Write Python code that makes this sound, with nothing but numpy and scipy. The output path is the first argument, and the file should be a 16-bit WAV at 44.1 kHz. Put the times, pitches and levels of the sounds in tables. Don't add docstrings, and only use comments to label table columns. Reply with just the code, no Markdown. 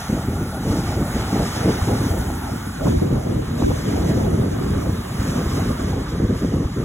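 import sys
import numpy as np
from scipy import signal
from scipy.fft import rfft, irfft, next_fast_len
from scipy.io import wavfile
from scipy.ndimage import uniform_filter1d, map_coordinates

SR = 44100
rng = np.random.default_rng(int(sys.argv[2]) if len(sys.argv) > 2 else 0)


def put_to_file(sound):
    columns = np.atleast_2d(sound).T
    safe = np.clip(columns, -1, 1)
    whole_steps = np.round(safe * 32767)
    wavfile.write(sys.argv[1], SR, whole_steps.astype(np.int16))


N = 301644

# time in seconds, roar in dB, relative spray in dB.
SURF_LEVELS = [(0, -37.5, -43), (.48, -40, -42.5), (.85, -39, -43), (1.25, -36.5, -42), (1.6, -32.5, -45),
               (2.1, -37, -39), (2.65, -39, -43.5), (3.25, -40.5, -49), (3.9, -37.5, -48), (4.12, -38, -47),
               (4.28, -40, -46), (4.6, -38, -47.5), (5.1, -37.5, -44.5), (5.33, -34.3, -44),
               (5.75, -36.5, -46), (6.1, -38, -56), (6.55, -42.5, -56), (6.84, -39.5, -54)]
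# time in seconds, level in dB.
TUMBLE_LEVELS = [(0, -36.5), (.4, -41.5), (.9, -33), (1.6, -30), (2.1, -32), (2.55, -36), (2.7, -39.5),
                 (2.85, -34), (3.3, -35.5), (3.8, -34.5), (4.0, -29.5), (4.8, -36), (5.1, -36.5),
                 (5.3, -34), (5.8, -32.5), (6.84, -51)]
# start, length and rise in seconds, level in dB.
FOAM_SPILLS = [(-.1, 0.21, 0.15, -40.5), (0.575, 0.33, 0.15, -37), (1.023, 0.49, 0.15, -38),
               (1.416, 0.45, 0.094, -37), (1.847, 0.24, 0.16, -40.5), (2.797, 0.082, 0.07, -37.5),
               (3.52, 0.46, 0.16, -39), (4.02, 0.13, .06, -39), (5.09, 0.23, 0.18, -40),
               (5.41, 0.32, 0.095, -42.5), (6.293, 0.17, 0.099, -42.5)]
# start and length in seconds, pitch in Hz, level in dB.
HOLLOW_NOTES = [(-.3, 2.75, 827, -41), (-.3, 3, 1395, -44.5), (4.994, 0.8, 1160, -44)]
# frequency in Hz, relative density in dB.
CHURN_SPECTRUM = [(40, -35), (150, -5), (270, 0.5), (420, -2.5), (640, 2), (830, -3), (1000, -18.5),
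                  (1500, -16.5), (3000, -44)]
ROAR_SPECTRUM = [(200, -48), (450, -22), (620, -7), (830, -4.5), (990, -3), (1200, 0), (1380, -3.5),
                 (1650, -5.5), (2050, -8.5), (2600, -14), (3800, -12), (9000, -56)]
FOAM_SPECTRUM = [(900, -3.5), (2000, 2.5), (2900, -1.5), (4500, -.5), (6300, .5), (7600, -2), (9000, -4),
                 (12000, -9), (15800, -17)]
SPRAY_SPECTRUM = [(3000, -19), (6000, -5), (8700, -1), (11000, -0.5), (13000, -4.5), (15800, -5)]
# frequency in Hz, likeness (clipped to 0-0.995 in use).
SEA_LIKENESS = [(420, 0.5), (650, 0), (850, 0.5), (1000, 0.63), (1400, 0.7), (1850, 0.5), (2200, 0),
                (2750, 1), (3200, -5.5), (3900, 16)]
# frequency in Hz, lead in radians.
LEFT_LEAD = [(250, 0), (340, 1.4), (420, 3), (520, 3.7), (680, 4.3), (830, 5.8), (1020, 5.4), (1250, 6.2),
             (1500, 6.3), (2000, 7.3), (2450, 9.1), (2900, 7.8), (3600, 8), (4650, 9.42), (6850, 12.57),
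             (15200, 25.13)]
# frequency in Hz, left minus right in dB.
SEA_BALANCE = [(300, -9), (700, -0.5), (1400, -0.5), (2000, -2.5), (3000, -0.5), (4500, 0)]

# time in seconds, level in dB.
BREEZE_LEVELS = [(0, -37.5), (.3, -27), (.48, -30.5), (1.1, -27), (1.55, -29.5), (2.1, -27), (2.5, -30),
                 (2.75, -35), (2.95, -30), (3.8, -28), (4.1, -25), (4.65, -25), (5.03, -30.5), (5.5, -28.5),
                 (6.1, -30.5), (6.84, -30.5)]
# start and length in seconds, flutter in dB, rumble in dB.
WIND_GUSTS = [(0.084, 0.081, -23.5, -29), (0.266, 0.11, -30.5, -26), (0.637, 0.12, -25, -30),
              (0.87, 0.021, -27, -30), (0.943, 0.048, -25, -25), (1.13, 0.076, -27.5, -27),
              (1.311, 0.12, -20.5, -28), (1.64, 0.06, -16, -23), (1.862, 0.091, -18.5, -25),
              (1.99, 0.034, -24.5, -24), (2.096, 0.05, -29, -26), (2.269, 0.033, -45, -23),
              (2.505, 0.035, -27.5, -30), (2.796, 0.07, -29.5, -31), (2.835, 0.065, -21.5, -22),
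              (2.91, 0.078, -31, -22), (3.008, 0.039, -19.5, -20), (3.098, 0.028, -19.5, -21),
              (3.146, 0.023, -28, -22), (3.243, 0.084, -26.5, -27), (3.34, 0.073, -26, -28),
              (3.466, 0.02, -28, -24), (3.59, 0.034, -19.5, -25), (3.65, 0.027, -37, -22),
              (3.684, 0.035, -23.5, -23), (3.855, 0.081, -22.5, -40), (4.017, 0.21, -24, -28),
              (4.244, 0.035, -27.5, -25), (4.305, .045, -22, -23), (4.378, 0.037, -22, -27),
              (4.5, 0.1, -31, -34), (4.718, 0.055, -33, -20), (4.843, 0.084, -24.5, -24.5),
              (5.174, 0.12, -26, -29), (5.35, 0.12, -25.5, -29), (5.489, 0.22, -25.5, -26),
              (5.806, 0.19, -26.5, -24.5), (6.191, 0.056, -20.5, -24), (6.281, 0.056, -19.5, -22),
              (6.401, 0.088, -23.5, -26), (6.513, 0.066, -19.5, -22), (6.594, 0.05, -23.5, -22),
              (6.754, 0.063, -23.5, -32)]
# time of the peak in seconds, relative level in dB, decay in seconds.
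WIND_PUFFS = [(0.329, -12.5, 0.025), (1.367, -7, 0.015), (1.397, -8, 0.013), (1.69, -7.5, 0.009),
              (1.93, -23, .014), (2.303, -17, 0.0066), (2.87, -6, 0.011), (3.168, -11, 0.011),
              (3.621, -7, 0.011), (3.714, -9.5, 0.012), (4.05, -11, .01), (4.116, -10, 0.0081),
              (4.204, -10, .012), (4.42, -13, 0.011), (6.525, -18, .014), (6.627, -20, 0.008),
              (6.647, -10, 0.0082)]
# time in seconds, envelope peak in dB, pitch in Hz.
EDDY_KNOCKS = [(.425, -18, 90), (.712, -14.5, 72), (.893, -12.5, 99), (1.149, -16.5, 78), (1.396, -13, 674),
               (1.693, -11, 700), (1.704, -17, 152), (1.826, -9, 82.6), (1.937, -11, 123),
               (2.115, -15.5, 68), (2.2, -18, 62), (2.303, -17, 780), (2.871, -14, 760), (2.886, -7, 170),
               (2.975, -12.5, 67.6), (3.127, -13, 126), (3.176, -11, 100), (3.367, -11, 121),
               (3.623, -13.5, 780), (3.648, -11, 72), (3.701, -15, 80), (4.119, -9.5, 165),
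               (4.335, -10.5, 85), (4.405, -11, 133), (4.897, -10, 100), (5.201, -15, 68), (5.47, -15, 68),
               (6.249, -10, 78), (6.657, -12.5, 76)]
# start and length in seconds, relative thump and tear levels in dB.
CROSS_GUSTS = [(2.85, 0.04, -18.5, -32), (2.897, 0.066, -17.5, -28), (3.008, 0.058, -17.5, -33),
               (3.11, .06, -30, -31), (3.246, 0.2, -29, -40), (3.628, .02, -14.5, -22),
               (3.658, 0.067, -20.5, -27), (3.88, 0.26, -30, -35), (4.184, 0.022, -26, -24),
               (4.246, 0.11, -27, -31), (4.402, 0.041, -26, -28), (4.503, 0.18, -28, -40)]
# frequency in Hz, relative density in dB.
RUMBLE_SPECTRUM = [(10, -40), (25, -30), (40, -6.5), (56, 0), (105, 1), (150, -3.5), (220, -15),
                   (400, -16.5), (900, -86)]
FLUTTER_SPECTRUM = [(50, -33), (120, -3), (180, 2.5), (260, 1.5), (350, -5), (480, -7.5), (700, -21),
                    (1100, -29.5), (2200, -50), (5000, -122)]
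PUFF_SPECTRUM = [(50, 4), (150, 9), (300, 7.5), (600, 3.5), (1000, -3), (1600, -31), (3000, -45),
                 (6000, -74)]
THUMP_SPECTRUM = [(150, -21), (270, -5), (325, -2.5), (420, -12), (600, -24), (1500, -70)]
TEAR_SPECTRUM = [(250, -16), (450, 2), (650, -9), (950, -6), (1400, -18), (2200, -20), (5000, -70)]
# time in seconds, frequency in Hz below which the channels merge.
MONO_BELOW = [(0, 806), (1.25, 790), (1.65, 496), (2.1, 423), (2.5, 290), (4.8, 284), (5.4, 424),
              (6.84, 450)]

TOP_HZ = 15800


def amp(db):
    return 10 ** (np.asarray(db) / 20)


def unit(x):
    return x / np.sqrt(np.mean(x ** 2) + 1e-20)


def along(points, hz):
    f, v = np.transpose(points)
    return np.interp(np.log(hz + 1), np.log(f + 1), v)


def curves(rows):
    s, *cols = np.transpose(rows)
    return [np.interp(np.arange(N) / SR, s, c) for c in cols]


def wobble(rate):
    return map_coordinates(rng.standard_normal(int(N * rate / SR) + 4), [np.arange(N) * rate / SR])


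def swell(start, length, attack, release):
    t = np.arange(N) / SR - start
    rise = np.sin(np.pi / 2 * np.clip(t / attack, 0, 1)) ** 2
    return rise * np.exp(-np.clip((t - length) / release, 0, 20))


def filtered(x, response):
    m = next_fast_len(N + 8192)
    return irfft(rfft(x, m) * response(np.fft.rfftfreq(m, 1 / SR)), m)[..., :N]


def patchy(depth_db):
    noise = signal.stft(rng.standard_normal((2, N)), nperseg=512)[2]
    patches = uniform_filter1d(rng.standard_normal(noise.shape[1:]), size=5, axis=0)
    patches = uniform_filter1d(patches, size=12, axis=1)
    return signal.istft(noise * amp(depth_db * unit(patches)), nperseg=512)[1][:, :N]


def from_sea(pair, spectrum):
    def blend(hz):
        angle = np.arccos(np.clip(along(SEA_LIKENESS, hz), 0, .995)) / 2
        return amp(along(spectrum, hz)) * [np.cos(angle), np.sin(angle)]

    def ports(hz):
        half = np.array([[.5], [-.5]])
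        lead = np.interp(hz, *np.transpose(LEFT_LEAD))
        return amp(half * along(SEA_BALANCE, hz)) * np.exp(1j * half * lead)

    common, apart = filtered(pair, blend)
    return unit(filtered(np.array([common + apart, common - apart]), ports))


def bubbles(count, centre_hz, spread, cycles, scatter_db):
    when, stream = rng.random((count, 2)).T
    hz = np.clip(centre_hz * np.exp(spread * rng.standard_normal((count, 1))), 200, TOP_HZ)
    strength = amp(scatter_db * np.minimum(rng.exponential(size=(count, 1)), 5))
    age = np.arange(400)
    turns = hz * age / SR
    rings = strength * np.sin(2 * np.pi * turns) * np.exp(-turns * np.pi / cycles)
    start = (when * (N - len(age))).astype(int) + N * (stream > .5)
    return unit(np.bincount((start[:, None] + age).ravel(), rings.ravel(), 2 * N).reshape(2, N))


def churn():
    tumble_db, = curves(TUMBLE_LEVELS)
    return amp(tumble_db + 1.2 * wobble(20)) * from_sea(patchy(depth_db=5), CHURN_SPECTRUM)


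def roar(roar_db, spill):
    gurgle = bubbles(count=1800, centre_hz=1227, spread=0.442, cycles=22, scatter_db=1.5)
    level = np.hypot(amp(roar_db), amp(-6.5) * spill) * amp(0.57 * wobble(22))
    return level * from_sea(patchy(depth_db=1.5) + amp(-15.5) * gurgle, ROAR_SPECTRUM)


def foam(roar_db, spill):
    fizz = bubbles(count=9000, centre_hz=5670, spread=0.656, cycles=2.8, scatter_db=2)
    lingering = amp(-42 + 0.81 * (roar_db - roar_db.mean()))
    level = np.hypot(lingering, spill) * amp(0.97 * wobble(30))
    return level * from_sea(patchy(depth_db=2) + amp(-12) * fizz, FOAM_SPECTRUM)


def spray(spray_db):
    droplets = bubbles(count=5000, centre_hz=10000, spread=.25, cycles=7, scatter_db=2.5)
    level = amp(spray_db - 0.5 + 0.51 * wobble(45))
    return level * from_sea(patchy(depth_db=3) + amp(-12) * droplets, SPRAY_SPECTRUM)


def hollow(width_hz=230, drift=.02):
    notes = np.zeros(N)
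    for start, length, hz, db in HOLLOW_NOTES:
        band = wobble(width_hz) + 1j * wobble(width_hz)
        turns = np.cumsum(hz * (1 + drift * wobble(6))) / SR
        note = unit(np.real(band * np.exp(2j * np.pi * turns)))
        notes += amp(db) * swell(start, length, attack=0.33, release=0.43) * note
    return notes


def breakers():
    roar_db, spray_db = curves(SURF_LEVELS)
    spill = np.sqrt(sum((amp(db) * swell(start, length, rise, release=0.11)) ** 2
                        for start, length, rise, db in FOAM_SPILLS))
    return churn() + roar(roar_db, spill) + foam(roar_db, spill) + spray(spray_db) + hollow()


def turbulence(spectrum, steady_s):
    pressure = unit(filtered(rng.standard_normal((2, N)), lambda hz: amp(along(spectrum, hz))))
    power = uniform_filter1d(pressure ** 2, size=int(steady_s * SR), axis=1)
    return pressure / np.sqrt(np.abs(power) + 1e-6)


def on_ports(pair, apart_db=-3.5):
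    common, apart = pair[0], amp(apart_db) * pair[1]
    return unit(np.array([common + apart, common - apart]))


def gusting(swing_db=1.5, extra_rumble_db=1.5):
    breeze_db, = curves(BREEZE_LEVELS)
    power = amp(breeze_db + swing_db * wobble(17) + np.array([[0], [extra_rumble_db]])) ** 2
    for start, length, flutter_db, rumble_db in WIND_GUSTS:
        gust = swell(start, length, attack=0.018, release=0.031)
        power += (amp([[flutter_db], [rumble_db]]) * gust) ** 2
    return np.sqrt(power)


def wind():
    flutter_gain, rumble_gain = gusting()
    lumps = wobble(45)
    rumble = turbulence(RUMBLE_SPECTRUM, steady_s=0.071)[0] * unit(amp(0.74 * lumps))
    eddies = turbulence(FLUTTER_SPECTRUM, steady_s=0.037)
    slow_eddies = filtered(eddies, lambda hz: 1 / (1 + (hz / 340) ** 8))
    speed = np.clip((20 * np.log10(flutter_gain) + 36) / 12, 0, 1.05)
    flutter = slow_eddies + speed * (eddies - slow_eddies)
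    flutter *= unit(amp(1.6 * lumps + 2 * wobble(110)))
    return rumble_gain * rumble + flutter_gain * on_ports(flutter)


def puffs(rise_s=0.0069):
    t = np.arange(N) / SR
    force = sum(amp(db) * np.exp(-np.maximum((peak_s - t) / rise_s, (t - peak_s) / decay_s))
                for peak_s, db, decay_s in WIND_PUFFS)
    ragged = amp(-13 + 2.4 * wobble(160))
    return ragged * force * on_ports(turbulence(PUFF_SPECTRUM, steady_s=0.015))


def knocks(half_width_cycles=0.61):
    t = np.arange(N) / SR
    pressure = np.zeros(N)
    for (peak_s, db, hz), phase in zip(EDDY_KNOCKS, rng.random(len(EDDY_KNOCKS))):
        near = np.abs(t - peak_s) < .05
        turns = (t[near] - peak_s) * hz
        envelope = amp(db) * np.exp(-(turns / half_width_cycles) ** 2)
        pressure[near] += envelope * np.sin(2 * np.pi * (turns + phase))
    return pressure


def cross_gusts():
    shapes = np.array([swell(start, length, attack=0.014, release=0.014)
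                       for start, length, _, _ in CROSS_GUSTS])
    thump_gain, tear_gain = amp(np.transpose(CROSS_GUSTS)[2:]) @ shapes
    thump = thump_gain * turbulence(THUMP_SPECTRUM, steady_s=0.076)[0]
    tear = tear_gain * turbulence(TEAR_SPECTRUM, steady_s=0.011)[0]
    push = (thump + tear) * unit(amp(2.9 * wobble(120))) * amp(-4.5)
    return np.array([push, -push])


def wind_duck(hz, mid, side, onset_db=4, depth_db=-14, above_hz=400):
    band = (hz > 450) & (hz < 1600)
    power = lambda z: np.abs(uniform_filter1d(np.mean(np.abs(z[band]) ** 2, axis=0), size=3)) + 1e-14
    windy = 1 / (1 + (amp(onset_db) ** 2 * power(mid) / power(side)) ** 3)
    reach = 1 / (1 + (above_hz / (hz + 1)) ** 8) / (1 + (hz / 1500) ** 6)
    return amp(depth_db * reach[:, None] * windy)


def scene():
    return breakers() + wind() + puffs() + knocks() + cross_gusts()


def record(dry):
    hz, t, (left, right) = signal.stft(dry, SR, nperseg=1024)
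    mono_hz = np.interp(t, *np.transpose(MONO_BELOW))
    width = np.arctan((hz[:, None] / mono_hz) ** 12)
    mid, side = (left + right) / 2, (left - right) / 2
    folded = 1j * np.cos(width) * side
    mid = wind_duck(hz, mid, side) * mid + folded
    side = np.sin(width) * side
    pair = signal.istft(np.array([mid + side, mid - side]), SR, nperseg=1024)[1][:, :N]
    return filtered(pair, lambda hz: hz < TOP_HZ)


dry = scene()
out = record(dry)
put_to_file(out)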